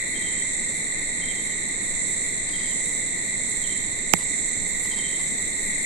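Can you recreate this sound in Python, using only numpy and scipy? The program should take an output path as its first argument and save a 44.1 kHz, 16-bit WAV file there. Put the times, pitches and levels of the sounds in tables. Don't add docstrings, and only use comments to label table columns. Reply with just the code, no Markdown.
import sys
import numpy as np
from scipy import signal
from scipy.fft import rfft, irfft
from scipy.io import wavfile
from scipy.ndimage import uniform_filter1d

SR = 44100
rng = np.random.default_rng(int(sys.argv[2]) if len(sys.argv) > 2 else 0)


def generate_wav(sig):
    pcm = np.round(np.clip(np.atleast_2d(sig).T, -1, 1) * 32767).astype(np.int16)
    wavfile.write(sys.argv[1], SR, pcm)


N = 258205
TIME = np.arange(N) / SR
BINS_HZ = np.maximum(np.fft.rfftfreq(N, 1 / SR), 1)

STROKE_RATES = [18.6, 27.6, 43.1, 54.3, 96.5, 178]


def from_db(db):
    return 10 ** (np.asarray(db) / 20)


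def rms_one(x):
    return x / np.sqrt(np.mean(x ** 2, axis=-1, keepdims=True) + 1e-20)


def fader(rows):
    times_s, *columns = np.transpose(rows)
    return from_db([np.interp(TIME, times_s, level_db) for level_db in columns])


def per_bin(points):
    hz, value = np.transpose(points)
    return np.interp(np.log(BINS_HZ), np.log(hz), value)


def colour(x, curve):
    low_cut = np.minimum(1, BINS_HZ / curve[0][0]) ** 8
    high_cut = np.minimum(1, curve[-1][0] / BINS_HZ) ** 12
    return rms_one(irfft(rfft(x) * from_db(per_bin(curve)) * low_cut * high_cut, N))


def drift(rate_hz):
    return rms_one(irfft(rfft(rng.standard_normal(N)) / (1 + (BINS_HZ / rate_hz) ** 2), N))


def cycles(rate_hz, wander, wander_hz):
    return rng.random() + np.cumsum(rate_hz * (1 + wander * drift(wander_hz))) / SR


def stereo_pair(two, correlation):
    mid = np.sqrt(1 + correlation) * two[0]
    side = np.sqrt(1 - correlation) * two[1]
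    return np.array([mid + side, mid - side]) / np.sqrt(2)


def panned(pan_db):
    return from_db(np.array([[.5], [-.5]]) * pan_db)


def swells(rows, half_width_s, pan_db):
    bells = sum(from_db(db) * np.exp(-((TIME - peak_s) / half_width_s) ** 2) for peak_s, db in rows)
    return panned(pan_db) * bells


def foliage(x, t60_s, wet_db):
    age = TIME[:SR]
    tail = rng.standard_normal((2, SR)) * from_db(-60 * age / t60_s) * (age > .004)
    tail /= np.sqrt(np.sum(tail ** 2, axis=1, keepdims=True))
    scattered = signal.fftconvolve(np.atleast_2d(x), tail, axes=1)[:, :N]
    wet = from_db(wet_db)
    return (x + wet * scattered) / np.hypot(1, wet)


def night_air():
    # freq_hz, gain_db
    tone = [(10, 18.5), (40, -4.5), (70, -3), (100, 0), (140, -3.5), (170, 3), (230, 2), (500, -5),
            (800, -11), (1200, -15), (1600, -19), (3000, -25), (5000, -53), (15000, -75)]
    # freq_hz, correlation
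    likeness = [(30, .5), (200, .8), (550, .55), (1000, .08), (3000, 0)]
    levels_db = [
        [-37.3],
        [-39.6],
    ]
    noise = irfft(stereo_pair(rfft(rng.standard_normal((2, N))), per_bin(likeness)), N)
    return from_db(levels_db) * colour(noise, tone)


def leaves(crackles_per_s=550, spread_db=3.5):
    # peak_s, half_width_s, level_db
    rustles = [(2.5, 0.014, -46), (2.6, 0.02, -48), (4.22, 0.04, -43.5), (4.855, 0.018, -48),
               (4.93, 0.02, -47), (4.985, 0.016, -43.5), (5.21, 0.02, -48)]
    # freq_hz, gain_db
    tone = [(180, -32), (500, -2), (1000, 13.5), (1500, -1), (2800, 6), (5000, 6), (9000, -22),
            (13000, -24), (15500, -27)]
    stir = sum(from_db(db) * np.exp(-((TIME - peak_s) / half_s) ** 2) for peak_s, half_s, db in rustles)
    crackles = (rng.random(N) < crackles_per_s / SR) * rng.choice([-1, 1], N)
    sizes = from_db(spread_db * rng.standard_normal(N))
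    return stir * colour(crackles * sizes, tone)


def steady(x, span_s=.08, share=.4):
    power = uniform_filter1d(x ** 2, int(span_s * SR), axis=-1)
    return rms_one(x / (power + 1e-9) ** (share / 2))


def swarm(wings, rates_hz, throb_db, correlation):
    scrapes = 0
    for rate_hz in rates_hz:
        phase = 2 * np.pi * cycles(rate_hz, wander=.0593, wander_hz=2.93)
        scrapes += from_db(throb_db * np.cos(phase)) * rng.standard_normal((2, N))
    return steady(colour(stereo_pair(scrapes, correlation), wings))


def far_swarm():
    # freq_hz, gain_db
    wings = [(3000, -19), (3450, 0), (3650, 6), (3900, 9), (4300, 3), (4650, -9), (5100, -66)]
    return from_db([[-42.2], [-42.4]]) * swarm(wings, STROKE_RATES, throb_db=5, correlation=.11)


def tree_crickets(churn_db=.8, churn_hz=8):
    # time_s, left_db, right_db
    levels = [(0.0, -31, -34), (0.9, -32, -36), (0.98, -29, -34), (1.06, -31.5, -36), (1.15, -32, -34.5),
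              (2.45, -33, -37), (5.55, -33.5, -34.5), (5.7, -31, -33), (5.85, -30, -35)]
    # freq_hz, gain_db
    wings = [(1500, -31), (1700, -18.5), (1850, -3.5), (1950, 2.5), (2060, 4.5), (2150, -1), (2260, -6.5),
             (2450, -16), (2700, -26), (3100, -91)]
    stroke_rates = [34.1, 54.2, 67.6, 116.3, 132.5]
    chorus = fader(levels) * swarm(wings, stroke_rates, throb_db=4, correlation=.25)
    return chorus * from_db(churn_db * np.array([drift(churn_hz), drift(churn_hz)]))


def bush_crickets():
    # time_s, level_db
    left_levels = [(0.13, -31.5), (.3, -30.5), (.6, -29), (.85, -31.2), (1.77, -32), (2.1, -28.5),
                   (2.3, -29.5), (2.6, -29.5), (2.8, -28.5), (3.22, -31), (3.47, -29.5), (3.95, -33),
                   (4.27, -30), (4.46, -29), (4.6, -32.5), (4.85, -31), (5.12, -29.5), (5.27, -27),
                   (5.52, -30.5), (5.8, -27)]
    right_levels = [(0.08, -28), (.22, -26), (.43, -24), (.6, -25), (.85, -26.5), (1.8, -26), (2.07, -23.5),
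                    (2.3, -25.4), (2.53, -27), (2.77, -23), (2.95, -24), (3.17, -26.5), (3.4, -25),
                    (3.62, -24), (3.82, -24.5), (3.97, -26.5), (4.33, -22.5), (4.5, -23.5), (4.67, -24.3),
                    (5.85, -26)]
    # freq_hz, gain_db
    left_wings = [(5000, -33), (5650, -23.5), (5950, -18.5), (6500, -18.5), (7300, -4), (7600, -1.5),
                  (7800, -3), (8050, 4), (8250, 3.5), (8520, -9), (8780, -8.5), (9100, -12), (9400, -30),
                  (9800, -95)]
    right_wings = [(5000, -43.5), (5700, -23.5), (6000, -15.5), (6550, -17), (6900, -8.5), (7300, 0.5),
                   (7600, 1), (7950, 1.5), (8170, -1), (8400, -16), (9000, -27), (9500, -82)]
    left = fader(left_levels) * swarm(left_wings, STROKE_RATES, throb_db=7, correlation=0)[0]
    right = fader(right_levels) * swarm(right_wings, STROKE_RATES, throb_db=3.5, correlation=0)[1]
    return np.vstack([left, right])


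def brief_buzz(flutter_db=3):
    # peak_s, level_db
    buzz = [(2.61, -54)]
    # freq_hz, gain_db
    wing = [(4450, -16), (4750, 0), (5100, -14)]
    noise = colour(rng.standard_normal((2, N)), wing)
    return swells(buzz, half_width_s=.13, pan_db=0) * from_db(flutter_db * drift(40)) * noise


def file_rasp(wing, tooth_hz, wander, hiss):
    tooth_phase = cycles(tooth_hz, wander, wander_hz=88) % 1
    strikes = rms_one(np.exp(-((tooth_phase - .5) * SR / tooth_hz) ** 2))
    scattered = foliage(strikes, t60_s=.1, wet_db=-4)
    return colour(scattered + hiss * rng.standard_normal((2, N)), wing)


def sizzling_katydid(trim_db=-4, flicker_db=2):
    # time_s, relative_db
    contour = [(0.0, -59.5), (4.65, -57.5), (4.81, -56), (4.855, -51), (4.9, -55), (5.2, -55), (5.42, -54),
               (5.55, -56), (5.85, -56.5)]
    # freq_hz, gain_db
    wing = [(10000, -71), (11500, 3.5), (12300, 4.5), (13700, 4.5), (15000, -5)]
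    envelope = fader(contour) * panned(3.5) * from_db(trim_db + flicker_db * drift(11))
    return envelope * file_rasp(wing, tooth_hz=280.3, wander=.0043, hiss=.94)


def swelling_katydids(flutter_db=2.8):
    # peak_s, level_db
    near_swells = [(.12, -45.5), (.77, -47), (1.46, -46.5), (2.09, -48), (2.88, -47), (3.53, -45.5),
                   (4.18, -43), (4.84, -46), (5.68, -47)]
    # peak_s, level_db
    far_swells = [(.21, -53), (.30, -55), (1.03, -54), (1.85, -50), (2.0, -66), (2.52, -51), (2.61, -63),
                  (3.07, -74), (3.27, -55), (3.97, -50.5), (4.69, -50), (4.98, -66), (5.21, -50),
                  (5.43, -56)]
    # freq_hz, gain_db
    wing = [(8000, -1), (9000, 5), (9750, 4), (10450, 2.5), (11100, 3), (11600, -7.5), (12500, -13),
            (15000, -19)]
    near = swells(near_swells, half_width_s=.054, pan_db=6.5)
    far = swells(far_swells, half_width_s=.029, pan_db=10)
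    envelope = np.hypot(near, far) * from_db(flutter_db * drift(60))
    return envelope * file_rasp(wing, tooth_hz=348.3, wander=.00293, hiss=.27)


def lone_cricket(note_s=.062, peak_share=.68, top_hz=3320, end_hz=3105, gain_db=-30):
    # peak_s, relative_db
    notes = [(0.171, -2), (0.236, -7), (.272, -1.5), (0.331, -7), (.382, -13), (0.419, -10), (1.232, -5),
             (1.3, 2), (1.378, -7), (1.415, -12), (1.51, -17), (2.55, -5.5), (2.609, -7), (2.655, -6),
             (2.713, -5), (3.655, -2), (3.71, -2.5), (3.753, -9), (4.926, -1), (4.993, 0), (5.056, -2),
             (5.122, -5), (5.168, -10), (5.226, -13)]
    waver = 1 + .018 * drift(210)
    flutter = from_db(2.4 * drift(58))
    song = np.zeros(N)
    for peak_s, relative_db in notes:
        stroke = np.clip((TIME - peak_s) / note_s + peak_share, 0, 1)
        pitch_hz = (top_hz + (end_hz - top_hz) * stroke) * waver
        effort = stroke * np.sin(np.pi * stroke)
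        song += from_db(relative_db) * effort * np.sin(2 * np.pi * np.cumsum(pitch_hz) / SR)
    return from_db(gain_db) * foliage(song * flutter, t60_s=.5, wet_db=3)


def click(snap_s=4.1368, top_hz=2690, rest_hz=172, glide_s=.00176, contact_s=.0003):
    # level_db, decay_s
    snap_decays = [(4.5, .00175), (-11, .0115)]
    # pitch_hz, level_db, decay_s
    modes = [(99, -24.5, 0.018), (854, -5, 0.0021), (2470, -12, 0.0016)]
    # start_s, level_db, pitch_hz
    contacts = [(4.1348, -6, 7160), (4.1351, -14, 4900), (4.1361, -3, 5300), (4.1363, 3.3, 6900),
                (4.1374, 2.5, 7250)]
    age = np.maximum(TIME - snap_s, 0)
    dive_hz = rest_hz + (top_hz - rest_hz) * np.exp(-(age / glide_s) ** 2)
    envelope = sum(from_db(db) * np.exp(-age / decay_s) for db, decay_s in snap_decays)
    snap = envelope * np.sin(2 * np.pi * np.cumsum(dive_hz * (age > 0)) / SR)
    knock = sum(from_db(db) * np.exp(-age / decay_s) * np.sin(2 * np.pi * hz * age)
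                for hz, db, decay_s in modes)
    bright_noise = np.diff(rng.standard_normal(N + 1))
    crack = from_db(-9) * (age > 0) * np.exp(-age / .001) * bright_noise
    ticks = np.zeros(N)
    for start_s, level_db, pitch_hz in contacts:
        age = np.maximum(TIME - start_s, 0)
        pulse = age / contact_s * np.exp(1 - age / contact_s)
        ticks += from_db(level_db) * pulse * np.sin(2 * np.pi * pitch_hz * age)
    return np.array([np.zeros(N), snap + knock + crack + ticks])


def overload_duck(x, max_cut_db=2.5, attack_s=.034, recovery_db_per_s=24):
    over_db = np.clip(20 * np.log10(np.abs(x).max(axis=0) + 1e-9), 0, max_cut_db)
    recovery_db = recovery_db_per_s * TIME
    held_db = np.maximum.accumulate(over_db + recovery_db) - recovery_db
    lag = np.exp(-1 / (attack_s * SR))
    return from_db(-signal.lfilter([1 - lag], [1, -lag], held_db))


def scene():
    choruses = bush_crickets() + tree_crickets() + far_swarm()
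    callers = lone_cricket() + swelling_katydids() + sizzling_katydid() + brief_buzz()
    return choruses + callers + night_air() + leaves() + click()


def record(dry, cutoff_hz=15500):
    clipped = np.clip(dry * overload_duck(dry), -1, 1)
    lowpass = signal.ellip(10, .1, 80, cutoff_hz, fs=SR, output="sos")
    return signal.sosfilt(lowpass, clipped)


dry = scene()
out = record(dry)
generate_wav(out)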